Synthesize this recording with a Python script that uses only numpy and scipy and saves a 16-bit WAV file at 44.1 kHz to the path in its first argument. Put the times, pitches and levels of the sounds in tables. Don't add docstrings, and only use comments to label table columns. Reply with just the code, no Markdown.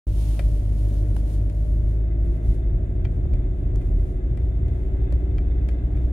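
import sys
import numpy as np
from scipy.fft import rfft, irfft, next_fast_len
from scipy.io import wavfile
from scipy.ndimage import map_coordinates

SR = 44100
rng = np.random.default_rng(int(sys.argv[2]) if len(sys.argv) > 2 else 0)


def persist_wave(psi):
    counts = np.round(np.clip(psi, -1, 1) * 32767).astype(np.int16)
    wavfile.write(sys.argv[1], SR, np.atleast_2d(counts).T)


N = 269892


def amp(db):
    return np.exp(np.asarray(db) * (np.log(10) / 20))


def unit(x):
    return x / np.sqrt(np.mean(x ** 2) + 1e-20)


def along(points, hz):
    freqs, values = np.transpose(points)
    return np.interp(np.log(hz + 1), np.log(freqs + 1), values)


def curve(points):
    times, values = np.transpose(points)
    return np.interp(np.arange(N) / SR, times, values)


def wobble(rate):
    coarse = np.arange(0, N + 64, 64)
    knots = rng.standard_normal(1024)
    return np.interp(np.arange(N), coarse, map_coordinates(knots, [coarse * rate / SR], mode="mirror"))


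def swell(start, length, attack, release):
    t = np.arange(N) / SR - start
    return np.clip(t / attack, 0, 1) * np.exp(-np.maximum(t - length, 0) / release)


def fade(t, t60):
    return (t >= 0) * amp(-60 * np.abs(t) / t60)


def filtered(x, response):
    size = x.shape[-1]
    padded = next_fast_len(size + 8192)
    return irfft(rfft(x, padded) * response(np.fft.rfftfreq(padded, 1 / SR)), padded)[..., :size]


def coloured(x, spectrum):
    return unit(filtered(x, lambda hz: amp(along(spectrum, hz))))


def resonance(hz, centre, width, db):
    return amp(db) * (1j * hz * width / (centre ** 2 - hz ** 2 + 1j * hz * width)) ** 2


def resonant(x, modes):
    return unit(filtered(x, lambda hz: sum(resonance(hz, *mode) for mode in modes)))


def add(out, sound, start, db, pan_db):
    place = out[:, round(start * SR):][:, :sound.shape[-1]]
    place += amp(db + pan_db * np.array([[.5], [-.5]])) * sound[..., :place.shape[-1]]


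# (frequency [Hz], likeness [-1 opposite to 1 same])
LIKENESS = [(35, .999), (55, .995), (130, .92), (290, .86), (640, .15), (1000, -.5), (1300, -.65),
            (1700, -.3), (2050, .1), (2500, -.2), (3100, .05), (6800, 0)]

def spread(hz):
    return np.arccos(np.clip(along(LIKENESS, hz), -1, 1)) / 2


def cabin_noise():
    shares = lambda hz: np.array([np.cos(spread(hz)), np.sin(spread(hz))])
    mid, side = filtered(rng.standard_normal((2, N)), shares)
    return np.array([mid + side, mid - side])


def order_tone(order, speed, angle):
    apart = spread(order * speed.mean())
    phase = order * angle + rng.uniform(0, 2 * np.pi) + apart * np.array([[1], [-1]])
    return np.sqrt(2) * np.sin(phase.astype(np.float32)) / np.cos(apart)


# (time [s], speed [turns/s])
ENGINE_SPEED = [(0.1, 26.02), (0.4, 26.33), (0.7, 25.35), (1.3, 25.77), (2, 26.8), (3.2, 27.92), (4, 28.11),
                (4.8, 29.17), (5.7, 29.7)]

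def crank():
    speed = curve(ENGINE_SPEED)
    return speed, 2 * np.pi * np.cumsum(speed) / SR


# (time [s], level change [dB])
SNOW_BUMPS = [(0.474, 3), (2.301, 2), (2.468, 4), (2.72, 1.5), (3.06, 5), (3.253, 7.5), (3.335, 6.5),
              (3.75, 3), (4.48, 2), (4.65, 2.5), (5.158, 3.5), (5.381, 1.5), (5.719, 1), (5.959, 2)]
# (time [s], level change [dB])
BASS_DIPS = [(.38, -3.5), (1.31, -5), (1.529, -3.5), (2.41, -9), (2.83, -5.5), (3.15, -1.5), (3.41, -1),
             (3.83, -0.5), (3.99, -1), (4.08, -5), (4.201, -9), (4.809, -1), (4.901, -1), (5.779, -5),
             (5.895, -7.5)]

def throb(length_s=.07):
    t = np.arange(N) / SR
    return sum(db * np.exp(-(2 * (t - when) / length_s) ** 2) for when, db in SNOW_BUMPS + BASS_DIPS)


# (pitch [Hz], width [Hz], boost [dB])
CABIN_RINGS = [(220, 20, 5), (293, 26, 6), (385, 32, 6), (465, 25, 5), (598, 62, 8), (735, 50, 6)]

def cabin_lift(hz):
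    grid = np.arange(1024)
    boost_db = sum(db / (1 + (2 * (grid - centre) / width) ** 2) for centre, width, db in CABIN_RINGS)
    return np.interp(hz, grid, boost_db)


# (time [s], level [dB])
BOOM_LEVEL = [(0.1, -20), (1, -20.5), (2.2, -20), (2.8, -23.5), (3.2, -29.5), (3.65, -29.5), (4.2, -23.5),
              (4.8, -24.5), (5.6, -21.5)]
# (order [cycles/turn], cruising level [dB], change [dB per turn/s])
LOAD_TONES = [(4, -34, -2.1), (6, -42, -.8), (10, -53, 1.4), (12, -51.5, -.8), (23, -63, -1.3)]
# (order [cycles/turn], level [dB])
UNEVEN_TONES = [(5, -51), (6.5, -58), (7.5, -61), (8, -55), (8.5, -58), (9, -62), (9.5, -58), (10.5, -56),
                (11.5, -60), (12.5, -56.5), (13.5, -64), (14, -63), (14.5, -63), (15, -63), (16, -67),
                (17, -70), (18, -66), (20, -70), (21, -71), (22, -69.5), (24, -69), (25, -72), (25.5, -74),
                (26.5, -74), (27, -75), (28.5, -77), (29, -77), (30, -79)]

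def engine(boom_offset_db=-0.27, cruise_turns_per_s=27.5):
    speed, angle = crank()
    firing = order_tone(2, speed, angle)
    out = amp(curve(BOOM_LEVEL) + boom_offset_db + throb() + 0.31 * wobble(17)) * firing
    for order, db, slope_db in LOAD_TONES:
        level_db = db + slope_db * (speed - cruise_turns_per_s) + 1.2 * wobble(3)
        out += amp(level_db + cabin_lift(order * speed)) * order_tone(order, speed, angle)
    for order, db in UNEVEN_TONES:
        out += amp(db + cabin_lift(order * speed) + 1.6 * wobble(3)) * order_tone(order, speed, angle)
    return out


# (frequency [Hz], relative level [dB])
RUMBLE_COLOUR = [(15, -33.5), (22, -17), (28, -5), (36, -7.5), (44, 6.5), (54, -11.5), (70, -3), (95, -6),
                 (125, -15), (150, -17), (190, -32), (260, -40.5), (500, -88.5)]
# (frequency [Hz], relative level [dB])
ROAR_COLOUR = [(100, -28), (180, -5), (300, -6.5), (380, -8.5), (460, -13.5), (660, -14), (800, -23.5),
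               (1000, -27), (1400, -29.5), (2500, -34), (5000, -70)]

def tyres(smooth_snow_db=-27, ruts_extra_db=3.42, roar_db=-43):
    ruts = swell(start=2.1, length=4.4, attack=0.17, release=0.17)
    jolts = wobble(11)
    rumble_db = smooth_snow_db + ruts_extra_db * ruts + throb() + 1.1 * jolts
    rumble = amp(rumble_db) * coloured(cabin_noise(), RUMBLE_COLOUR)
    roar = amp(roar_db + wobble(1.8) + 0.48 * jolts) * coloured(cabin_noise(), ROAR_COLOUR)
    return rumble + roar


# (frequency [Hz], relative level [dB])
RUSH_COLOUR = [(600, -25.5), (1250, 2), (1700, -5), (2500, -6.5), (2900, -5), (3600, -6.5), (4200, -13.5),
               (5500, -30.5), (9000, -55.5)]
# (start [s], rise time [s], level before [dB], level after [dB])
DRIVE_LOAD = (2.2, 2.5, -66, -65.5)
# (pitch [Hz], width [Hz], relative level [dB])
DRIVE_RINGS = [(1265, 70, -5), (1330, 60, -6), (1590, 65, 0), (1665, 75, 3), (2050, 100, 4.5),
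               (2150, 60, -3), (2560, 75, -.5), (3555, 140, -3)]
# (time [s], level above the rush [dB])
SINGING_LEVEL = [(.7, -1), (1.5, 1), (1.95, 5.5), (2.6, 6), (3.2, 3), (3.65, 4.5), (4.05, 2.5), (4.8, 5),
                 (6, 3.5)]

def drive_train(flutter_db=1.6, chafe_db=3, db_per_turn_per_s=1.34, cruise_turns_per_s=27.5):
    start, rise, before_db, after_db = DRIVE_LOAD
    load_db = curve([(start, before_db), (start + rise, after_db)])
    speed, angle = crank()
    rush = coloured(cabin_noise(), RUSH_COLOUR) * amp(np.cos(2 * angle))
    chafing = coloured(cabin_noise(), RUSH_COLOUR)
    chafing *= amp(chafe_db * np.cos(angle) + flutter_db * wobble(20))
    singing = sum(amp(.5 * wobble(7)) * filtered(chafing, lambda hz: resonance(hz, *mode))
                  for mode in DRIVE_RINGS)
    level_db = load_db + db_per_turn_per_s * (speed - cruise_turns_per_s)
    return amp(level_db) * (rush + amp(curve(SINGING_LEVEL)) * unit(singing))


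# (frequency [Hz], relative level [dB])
CASE_COLOUR = [(500, -3.5), (900, 6.5), (1500, -5), (3000, 4), (4500, 0.5), (8000, -8), (9500, -5),
               (12500, -8), (15500, -15.5)]
# (start [s], length [s], level [dB])
FINGER_STROKES = [(0.127, 0.25, -50), (0.384, 0.18, -58), (0.726, 0.26, -56), (0.983, 0.13, -63.5),
                  (1.104, 0.089, -56), (1.223, 0.12, -54), (1.46, 0.31, -65), (1.815, 0.12, -66),
                  (2.179, .19, -65.5), (2.403, 0.14, -60), (3.086, 0.05, -66.5), (3.519, 0.072, -71),
                  (3.747, 0.14, -67), (3.929, 0.18, -65.5), (4.37, 0.062, -67), (4.66, .22, -70),
                  (5.137, 0.1, -74.5), (5.891, 0.22, -70.5)]

def fingers(grip_db=-53.5, ease_db_per_s=7.5, settle_s=1.95, grain_db=0.64, pressure_db=0.63):
    t = np.arange(N) / SR
    touch = lambda start, length: swell(start, length, attack=.075, release=.048)
    grip = amp(grip_db - ease_db_per_s * t) * touch(0, settle_s)
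    power = grip ** 2 + sum((amp(db) * touch(start, length)) ** 2 for start, length, db in FINGER_STROKES)
    slips = rng.standard_normal((2, N)) * amp(grain_db * wobble(160))
    return np.sqrt(power) * amp(pressure_db * wobble(49)) * coloured(slips, CASE_COLOUR)


# (frequency [Hz], relative level [dB])
HISS_COLOUR = [(2000, -9), (5700, -4), (7000, 2.5), (9700, -7), (10300, -8.5), (12800, -12), (13400, -18.5),
               (16000, -19.5)]

def hiss(db=-77):
    return amp(db) * coloured(rng.standard_normal((2, N)), HISS_COLOUR)


# (pitch [Hz], width [Hz], relative level [dB])
PANEL_RINGS = [(1020, 200, -8), (1330, 200, -1), (1640, 160, -1), (1940, 260, 2), (2360, 230, 4),
               (3160, 200, -4.5), (3520, 220, -13), (4330, 350, -14), (4850, 300, -19)]
# (frequency [Hz], relative level [dB])
SNAP_COLOUR = [(1000, 6), (2500, 7), (4000, 2), (5700, -4.5), (7500, -8.5), (9500, -9), (15500, -17)]
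# (time [s], level [dB], hardness [dB/octave], extra snap [dB], extra knock [dB],
# knock pitch [Hz], left over right [dB])
TRIM_TICKS = [(0.3928, -27, 0, -0.5, 3, 610, 2.5), (1.498, -46, 8, 7, -14, 700, 5.5),
              (3.05, -33.5, 1, -12, -2.5, 720, 11), (3.337, -43, 4, 2, 9.5, 597, 6),
              (3.815, -45.5, -5, -3.5, -10, 748, -8), (4.374, -43, -0.5, -0.5, -2.5, 660, 8.5),
              (4.682, -50.5, 0, 7.5, -9, 755, 6.5), (5.124, -46.5, -4.5, 9, -2, 700, 10),
              (5.3819, -34.5, 2.5, -10.5, -4.5, 720, 8.5), (5.6872, -36.5, 3, 4, 1.5, 550, 6.5),
              (5.9693, -44, -4, -2, -9, 745, 5.5)]

def trim_ticks(ring_db=-24, knock_db=-25.0, snap_db=-6.5, rebound_s=.0055):
    t = np.arange(SR // 4) / SR
    out = np.zeros((2, N))
    noise = lambda: rng.standard_normal((2, len(t)))
    blow = unit(1.0 * (t == 0))
    rebound = amp(-7) * np.roll(blow, round(rebound_s * SR))
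    snap_fade = fade(t, t60=0.016) + amp(-20) * fade(t, t60=0.32)
    for start, db, hardness, extra_snap_db, extra_knock_db, knock_hz, pan_db in TRIM_TICKS:
        judder = amp(-5) * unit(noise() * fade(t, t60=.05))
        rattle = amp(-11) * unit(noise() * fade(t, t60=.2))
        force = blow + rebound + judder + rattle
        panel = [(hz, width, level + hardness * np.log2(hz)) for hz, width, level in PANEL_RINGS]
        ring = amp(ring_db) * resonant(force, panel)
        knock = amp(knock_db + extra_knock_db) * resonant(force, [(knock_hz, .35 * knock_hz, 0)])
        snap = amp(snap_db + extra_snap_db) * snap_fade * coloured(noise(), SNAP_COLOUR)
        add(out, ring + knock + snap, start, db, pan_db)
    return out


# (start [s], length [s], level [dB], rise time [s], fade time [s])
GEAR_SWELL = (1.1, 4.1, -45.3, 1.0, 1.0)

def gears(teeth=13, caught_up_s=2.7, catch_up_per_s=.046, jolts_per_s=14):
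    start, length, db, attack, release = GEAR_SWELL
    engine_speed, _ = crank()
    slip = catch_up_per_s * np.maximum(caught_up_s - np.arange(N) / SR, 0)
    shaft_speed = engine_speed * (1 - slip + .004 * wobble(jolts_per_s))
    level = amp(db + 1.7 * wobble(jolts_per_s)) * swell(start, length, attack, release)
    return level * order_tone(teeth, shaft_speed, 2 * np.pi * np.cumsum(shaft_speed) / SR)


# (pitch [Hz], width [Hz], relative level [dB])
CASE_RINGS = [(780, 380, 0), (1420, 450, -9), (2800, 800, -13)]
# (time [s], level [dB], extra knock [dB], left over right [dB])
FINGER_TAPS = [(1.1656, -40.5, 5.5, -6.5), (3.7586, -44, -2.5, 5)]

def taps(knock_db=-21.5, t60=.007, again_s=.0018, again_db=-3):
    t = np.arange(SR // 4) / SR
    out = np.zeros((2, N))
    contacts = fade(t, t60) + amp(again_db) * fade(t - again_s, t60)
    knock = resonant(1.0 * (t == 0), CASE_RINGS)
    for start, db, extra_knock_db, pan_db in FINGER_TAPS:
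        click = contacts * coloured(rng.standard_normal((2, len(t))), CASE_COLOUR)
        add(out, click + amp(knock_db + extra_knock_db) * knock, start, db, pan_db)
    return out


# (time [s], level [dB], pitch [Hz])
SUSPENSION_THUDS = [(3.255, -54.5, 452), (5.124, -51, 553)]

def suspension_thuds(width_share=0.28, t60=0.11, pan_db=4):
    t = np.arange(SR // 4) / SR
    out = np.zeros((2, N))
    for start, db, hz in SUSPENSION_THUDS:
        force = unit(1.0 * (t == 0)) + unit(rng.standard_normal((2, len(t))) * fade(t, t60))
        add(out, resonant(force, [(hz, width_share * hz, 0)]), start, db, pan_db)
    return out


# (frequency [Hz], left over right [dB])
CAR_BALANCE = [(60, 0.15), (200, .6), (380, -.6), (700, 3.2), (1300, .5), (2400, 1.2), (4400, .5)]

def scene():
    car = engine() + gears() + tyres() + drive_train()
    car = filtered(car, lambda hz: amp(along(CAR_BALANCE, hz) * np.array([[.5], [-.5]])))
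    return car + fingers() + hiss() + taps() + trim_ticks() + suspension_thuds()


# (frequency [Hz], boost [dB])
LEFT_OPENING = [(4500, -4), (5800, 1), (7000, 5), (8300, 2.5), (9500, 0), (12000, 1)]
RIGHT_OPENING = [(3300, -4.5), (4300, -4), (5500, -4.5), (6500, -7), (7800, -6), (8800, 8), (10000, 4.5),
                 (12000, 1.5)]

def record(dry, start_s=.069, full_colour_hz=2500, top_hz=15830):
    t = np.arange(N) / SR
    sounding = np.clip(np.minimum(t - start_s, t[-1] - t) / .002, 0, 1)

    def microphones(hz):
        boost_db = np.array([along(LEFT_OPENING, hz), along(RIGHT_OPENING, hz)])
        return amp(boost_db * np.minimum(hz / full_colour_hz, 1)) * (hz < top_hz)

    return filtered(dry * sounding, microphones)


dry = scene()
out = record(dry)
persist_wave(out)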